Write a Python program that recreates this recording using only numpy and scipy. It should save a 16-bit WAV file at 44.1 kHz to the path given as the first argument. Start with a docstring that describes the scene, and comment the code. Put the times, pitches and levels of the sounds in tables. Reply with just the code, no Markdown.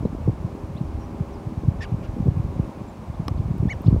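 """Shorebirds in the wind

Shorebirds rest in shallow water on a windy day, a few metres from a bare microphone.
Eddies of wind thump as short pressure swings, over a far wash of shaped noise and a faint engine of sines.
Birds squeak, squawk, chirp and peep with gliding tones; a near part snaps once and ticks twice, ringing."""
import sys
import numpy as np
from scipy import signal
from scipy.fft import rfft, irfft
from scipy.io import wavfile
from scipy.ndimage import uniform_filter1d

SR = 44100
rng = np.random.default_rng(int(sys.argv[2]) if len(sys.argv) > 2 else 0)


def int16_out(signal):
    """Quantize to a 16-bit WAV file."""
    q = np.round(np.clip(np.atleast_2d(signal).T, -1, 1) * 32767)
    wavfile.write(sys.argv[1], SR, q.astype(np.int16))


def volts(x):
    """Linear amplitude factor 10**(x/20) for a level x in dB, scalar or array-like."""
    e = np.asarray(x, float) / 20
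    return 10 ** e


N = 176400  # samples, 4 s


def evened(x):
    """Scales to rms 1."""
    return x / np.sqrt(np.mean(x ** 2) + 1e-20)


def add(mix, s, sound):
    """Mixes a sound in at time s."""
    part = mix[max(round(s * SR), 0):][:len(sound)]
    part += sound[:len(part)]


def drift(low_hz, high_hz):
    """Slow random motion of rms 1: sines between two rates, the slower ones larger."""
    t = np.arange(N) / SR
    rates = np.geomspace(low_hz, high_hz, num=16)
    return evened(sum(np.sin(2 * np.pi * (f * t + rng.random())) / np.sqrt(f) for f in rates))


def wobbly(count, size):
    """Smooth noise of rms 1, averaged twice over size samples."""
    noise = rng.standard_normal(count)
    return evened(uniform_filter1d(uniform_filter1d(noise, size), size))


def glide(length, *pitches):
    """Progress 0-1, pitch and cycles along a rounded path through evenly spaced pitches."""
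    u = np.arange(0, length, 1 / SR) / length
    hz = np.interp(u, np.linspace(0, 1, len(pitches)), pitches)
    hz = uniform_filter1d(hz, size=len(u) // max(len(pitches) - 1, 2), mode="nearest")
    return u, hz, np.cumsum(hz) / SR


WASH_DB, PATCH_DB, SWELL_DB = -38, .45, .3  # overall level; rms depth of the patches and the swell
# Spectrum of far wind and water: (frequency [Hz], relative level per Hz [dB])
WASH_SPECTRUM = [(24, -25), (40, -9), (87, -7), (300, -14), (450, -19.5), (536, -16.5), (724, -20),
                 (800, -20), (1080, -21.5), (1320, -30), (1960, -38), (2230, -35.5), (3240, -43.5),
                 (6040, -47.5), (15600, -59.5)]


def wash():
    """Far wind and water: random spectra with faint patches, coloured, under a slow swell."""
    frames, bins = N // 128 + 5, 257
    real, imaginary, patches = rng.standard_normal((frames, bins, 3)).T
    patches = uniform_filter1d(patches, size=8, axis=0)  # across frequency
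    patches = evened(uniform_filter1d(patches, size=16, axis=1))  # across time
    spectra = (real + 1j * imaginary) * volts(PATCH_DB * patches)
    flat = signal.istft(spectra, nperseg=512, noverlap=384)[1][:N]
    hz, db = np.transpose(WASH_SPECTRUM)
    colour = volts(np.interp(np.log(np.fft.rfftfreq(N, 1 / SR) + 1), np.log(hz), db))
    swell = volts(WASH_DB + SWELL_DB * drift(0.369, 6))
    return swell * evened(irfft(rfft(flat) * colour, N))


DRONE_HZ, DRONE_WAVER = 80.13, 0.003016  # base pitch; rms waver as a fraction of it
DRONE_FADE_DB = 2.2  # rms rise and fall of each multiple
# Tones of the engine: (multiple of the base pitch, relative level [dB])
DRONE_TONES = [(3, -52), (4, -52.5), (5, -53.5), (7, -61), (10, -62)]
# Gain on the drone as the wind carries it: (time [s], level [dB])
DRONE_CARRY = [(0, -12), (.6, 7.5), (2.8, 5.5), (3.1, -6), (4, -1.5)]


def drone():
    """A far engine: a few multiples of one wavering pitch, each coming and going."""
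    turns = np.cumsum(DRONE_HZ * (1 + DRONE_WAVER * drift(0.2043, 3.004))) / SR
    tones = np.zeros(N)
    for k, db in DRONE_TONES:
        fade = volts(db + DRONE_FADE_DB * drift(1, 8))
        tones += fade * np.sin(2 * np.pi * (round(k) * turns + rng.random()))
    return volts(np.interp(np.arange(N) / SR, *np.transpose(DRONE_CARRY))) * tones


EDDY_REACH = 1764  # samples either side of the centre, 40 ms
EDDY_TURNS, EDDY_LINGER = 0.44, 1.3  # rise width in cycles; tail width over rise width
EDDY_SAG, EDDY_STEEP = .25, 0.33  # strength of the pitch fall; sharpening of the swing


def eddy(hz, phase):
    """One short pressure swing, quick to rise and slower to die, whose pitch sags; centred in 80 ms."""
    u = np.arange(-EDDY_REACH, EDDY_REACH) / SR * hz / EDDY_TURNS
    bend = EDDY_SAG * np.log(np.cosh(u))
    shape = np.exp(-(u / np.where(u > 0, EDDY_LINGER, 1)) ** 2 / 2)
    angle = 2 * np.pi * (EDDY_TURNS * (u - bend) + phase)
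    return shape * np.cos(angle + EDDY_STEEP * np.sin(angle))


EDDIES_PER_S, EDDY_LOW_HZ, EDDY_HIGH_HZ = 80, 52, 300
EDDY_SPREAD_DB = 2.5  # scale of the random boost, which stops at three times this
# Level of the stream of small eddies: (time [s], level [dB])
GUSTS = [(0, -28), (.45, -33), (.65, -34), (.9, -29), (1.35, -38), (1.6, -29.5), (2.0, -32), (2.3, -29),
         (2.7, -29.5), (3.0, -38), (3.3, -29.5), (3.7, -28.5), (3.8, -32.5), (4, -13)]


def small_eddies():
    """A random stream of small pressure swings in twelve pitches, following the gusts."""
    boost = volts(EDDY_SPREAD_DB * np.minimum(rng.exponential(1, N), 3))
    size = boost * (rng.random(N) < EDDIES_PER_S / SR)
    pitches = np.geomspace(EDDY_LOW_HZ, EDDY_HIGH_HZ, num=12)
    kind = rng.integers(0, len(pitches), N)
    stream = np.zeros(N)
    for k, hz in enumerate(pitches):
        stream += signal.oaconvolve(size * (kind == k), eddy(hz, rng.random()), "same")
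    s, db = np.transpose(GUSTS)
    return volts(np.interp(np.arange(N) / SR, s, db)) * evened(stream)


THUMP_SKEW, THUMP_LEAD_S = .4, .001  # range of phase [cycles]; the swing centres this far ahead of its time
# The strongest eddies: (time [s], peak level [dB], pitch at the centre [Hz])
STRONG_EDDIES = [(0.0556, -15, 420), (0.0572, -9.5, 200), (0.1038, -22.5, 133), (0.2645, -16.5, 83),
                 (0.2790, -14, 350), (0.2869, -7, 124), (0.2960, -19, 300), (0.3017, -15.5, 128),
                 (0.4501, -15.5, 130), (0.7587, -18.5, 123), (0.8146, -13, 145), (1.211, -12.5, 133),
                 (1.4738, -16.5, 115), (1.5805, -18.5, 97), (1.6571, -18.5, 136), (1.6871, -5, 118),
                 (1.7966, -19.5, 97), (1.9252, -15, 130), (1.9461, -14, 121), (2.0915, -21.5, 92),
                 (2.2071, -12, 154), (2.2329, -17, 107), (2.2642, -12, 149), (2.2725, -18, 310),
                 (2.2828, -17.5, 357), (2.2879, -5.5, 107), (2.3204, -17.5, 138), (2.3741, -13, 123),
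                 (2.4032, -12.5, 111), (2.5971, -19.5, 295), (2.6009, -10.5, 116), (3.1026, -18, 109),
                 (3.2031, -14, 140), (3.2845, -19, 250), (3.3163, -13.5, 102), (3.4019, -11, 104),
                 (3.4589, -17, 110), (3.5114, -11, 122), (3.6057, -11.5, 101), (3.63, -21, 287),
                 (3.6339, -9.5, 138), (3.6578, -10, 176), (3.6742, -14, 129), (3.8671, -8.5, 127),
                 (3.8832, -18, 300), (3.8862, -2.5, 117), (3.9295, -7.5, 180), (3.9461, -20.5, 287),
                 (3.9483, -12, 172), (3.9652, -20, 426), (3.9785, -16, 120)]


def thumps():
    """Strong eddies strike the bare microphone, the crest of each push leaning by chance."""
    out = np.zeros(N)
    for s, db, hz in STRONG_EDDIES:
        phase = THUMP_SKEW * (rng.random() - .7)
        add(out, s - EDDY_REACH / SR - THUMP_LEAD_S, volts(db) * eddy(hz, phase))
    return out


def ring(modes):
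    """A small hard part rings briefly: decaying sines, each with a soft onset."""
    t = np.arange(0, .04, 1 / SR)
    return sum(volts(db - 60 * t / t60) * np.sin(2 * np.pi * (hz * t + rng.random())) * (1 - np.exp(-t * hz))
               for hz, db, t60 in modes)


# Modes of the ticking part: (frequency [Hz], relative level [dB], 60 dB decay [s])
TICK_MODES = [(13100, 0, .004), (9000, -8, .003), (11300, -8, .003), (14800, -7, .003)]
# Strokes, three close together making the first tick: (time [s], level [dB])
TICK_STROKES = [(3.5812, -50), (3.5817, -46), (3.5824, -48), (3.8193, -42)]


def ticks(mix):
    """Adds two high ticks, every stroke ringing the modes afresh."""
    for s, db in TICK_STROKES:
        add(mix, s, volts(db) * ring(TICK_MODES))


SNAP_S, SNAP_DB = 3.2816, -25.5
# Modes of the snapping part: (frequency [Hz], relative level [dB], 60 dB decay [s])
SNAP_MODES = [(800, 0, .016), (1130, 5, .02), (1750, -2, .008), (2350, -4, .008), (3350, 0, .005),
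              (4100, 3, .005), (5150, 7, .005), (5650, 5, .005), (8300, -2, .003), (10300, -7, .002),
              (13300, -14, .002)]
# The break, its echo off a near surface, a second step: (delay [s], relative level [dB])
SNAP_STEPS = [(0, 0), (.000077, -1), (.0014, -9)]


def snap(mix):
    """Adds one snap: the same short ring repeated by the break, its echo and a second step."""
    sound = ring(SNAP_MODES)
    for later, db in SNAP_STEPS:
        add(mix, SNAP_S + later, volts(SNAP_DB + db) * sound)


# Thin far peeps: (time [s], length [s], level [dB], start [Hz], end [Hz], wobble [Hz])
FAR_PEEPS = [(.05, 0.011, -59, 3900, 4050, 1), (.999, 0.065, -63.5, 5580, 5830, 150),
             (1.326, 0.045, -63, 5950, 4250, 120), (2.871, .036, -64, 7720, 7050, 1),
             (3.842, 0.021, -65, 4950, 5240, 1.2)]


def peep(length, db, start_hz, end_hz, wobble_hz):
    """A thin whistle that slides and wobbles."""
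    t = np.arange(0, length, 1 / SR)
    u = t / length
    wobble = wobble_hz * np.sin(2 * np.pi * 1.55 * u)  # 1.55 wobbles in each peep
    hz = start_hz + (end_hz - start_hz) * u + wobble
    return volts(db) * np.sin(np.pi * u) ** .5 * np.sin(2 * np.pi * np.cumsum(hz) / SR) * np.sqrt(2)


THROAT_HZ, THROAT_OCTAVES = 3900, 0.43  # centre and standard deviation of the resonance
# Multiples 1-3 before the throat: (relative level [dB])
CHIRP_MULTIPLES = [-12, 2, 2]
# Rising chirps: (time [s], length [s], level before the throat [dB], then pitches at even steps [Hz])
RISING_CHIRPS = [(.758, .032, -56.5, 1050, 1160, 1330, 1500), (3.138, 0.027, -64, 1040, 1520),
                 (3.37, .026, -62, 1210, 1860), (3.857, .015, -56, 2200, 2980),
                 (3.859, .026, -52.5, 970, 1710), (3.866, .013, -59, 2210, 2790),
                 (3.884, .028, -64, 1030, 1570)]


def chirp(length, db, *pitches):
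    """Multiples of a rising, slightly shaky note, heard only where they cross the throat resonance."""
    u, hz, turns = glide(length, *pitches)
    turns = turns + .025 * wobbly(len(u), size=40)
    tones = np.zeros(len(u))
    for k, tone_db in enumerate(CHIRP_MULTIPLES, 1):
        throat = np.exp(-.5 * (np.log2(k * hz / THROAT_HZ) / THROAT_OCTAVES) ** 2)
        tones += volts(tone_db) * throat * np.sin(2 * np.pi * k * turns)
    return volts(db) * np.sin(np.pi * u) ** 0.7 * tones * np.sqrt(2)


SQUAWK_SHAKE = .09  # rms unsteadiness at the roughest point [cycles]
SQUAWK_LIFT_DB, SQUAWK_FADE_DB = 7, -17  # by the end: second multiple; the others
# Multiples 1-4 before they fade, dip or lift: (relative level [dB])
SQUAWK_MULTIPLES = [4, -9.5, -11.5, -31]
# Colour of the rasp: (centre [Hz], width of two standard deviations [Hz], relative level [dB])
RASP_BANDS = [(2350, 700, 3), (3200, 1100, -4), (4900, 900, -4), (6800, 1400, -13), (10200, 2600, -21)]
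# Hoarse call: (time [s], length [s], level [dB], then pitches at even steps [Hz])
HOARSE_CALLS = [(1.807, .054, -41.5, 1850, 1740, 1770, 1830, 1940, 1740, 1620, 1450, 1200)]


def squawk(length, db, *pitches):
    """Starts hard and clean, turns to a rasp in the middle; the second multiple carries the end."""
    u, hz, turns = glide(length, *pitches)
    middle = np.exp(-((u - .44) / .29) ** 2)
    turns = turns + SQUAWK_SHAKE * middle * wobbly(len(u), size=24)
    tones = np.zeros(len(u))
    for k, tone_db in enumerate(SQUAWK_MULTIPLES, 1):
        change_db = SQUAWK_LIFT_DB * u ** 4 - 10 * middle if k == 2 else SQUAWK_FADE_DB * u ** 3
        tones += volts(tone_db + change_db) * np.sin(2 * np.pi * k * turns)
    f = np.fft.rfftfreq(len(u), 1 / SR)
    colour = sum(volts(band_db) * np.exp(-.5 * ((f - band_hz) / width * 2) ** 2)
                 for band_hz, width, band_db in RASP_BANDS)
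    air = rng.standard_normal(len(u))
    rasp = middle * evened(irfft(rfft(air) * colour, len(u)))
    edges = np.minimum(u / 0.021, 1) * np.minimum((1 - u) / 0.105, 1)
    shape = edges * (0.8 + 0.28 * np.sin(np.pi * u))
    return volts(db) * shape * (tones * np.sqrt(2) + rasp)


# Arched squeaks, the last two sung together:
# (time [s], length [s], level [dB], then pitches at even steps [Hz])
SQUEAKS = [(2.027, 0.042, -54.5, 1070, 1540, 1070),
           (3.683, 0.06, -31, 1640, 1750, 1960, 2240, 2270, 2180, 1950, 1690, 1360),
           (3.695, .051, -45, 2550, 2900, 3030, 2950, 2350)]
# One row per squeak, multiples 1-4: (relative level [dB], ..)
SQUEAK_MULTIPLES = [
    [3, -1, -14, -10],
    [0, -26, -21.5, -40],
    [-2.5, -20, -36, -45],
]
# Unsteadiness of each squeak, growing towards its ends: (rms at the middle [cycles])
SQUEAK_UNSTEADY = [.07, .01, .012]
# How sharply each of multiples 1-4 peaks: (power of the arch [no unit])
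SQUEAK_PEAKING = [1.6, 0.05, 1.5, 1.5]


def squeak(length, db, pitches, tones_db, shake):
    """Multiples of an arched note, unsteady at its ends."""
    u, hz, turns = glide(length, *pitches)
    arch = np.sin(np.pi * u)
    unsteady = np.minimum(shake * (4 - 3 * arch), .09)  # fourfold at the ends, up to 0.09 cycles
    turns = turns + wobbly(len(u), size=36) * unsteady
    tones = np.zeros(len(u))
    for k, (tone_db, power) in enumerate(zip(tones_db, SQUEAK_PEAKING), 1):
        tones += volts(tone_db) * arch ** power * np.sin(2 * np.pi * k * turns)
    return volts(db) * tones * np.sqrt(2)


def scene():
    """Background, wind, clicks and birds at one microphone."""
    mix = wash() + drone() + small_eddies() + thumps()
    ticks(mix)
    snap(mix)
    for table, voice in ((FAR_PEEPS, peep), (RISING_CHIRPS, chirp), (HOARSE_CALLS, squawk)):
        for s, *row in table:
            add(mix, s, voice(*row))
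    for row, tones_db, shake in zip(SQUEAKS, SQUEAK_MULTIPLES, SQUEAK_UNSTEADY):
        s, length, db, *pitches = row
        add(mix, s, squeak(length, db, pitches, tones_db, shake))
    return mix[None]


def low_pass(x):
    """Removes everything above the highest recorded frequency."""
    return signal.sosfilt(signal.butter(12, 16530, fs=SR, output="sos"), x)


def record(dry):
    """The microphone's low cut at 42 Hz, then a low-pass at 15850 Hz that closes the top of the treble."""
    low_cut = signal.butter(2, 42, "high", fs=SR, output="sos")
    mix = signal.sosfilt(low_cut, dry)
    mix = signal.oaconvolve(mix, signal.firwin(301, 15850, fs=SR)[None], "same")
    return low_pass(mix)


dry = scene()
out = record(dry)
int16_out(out)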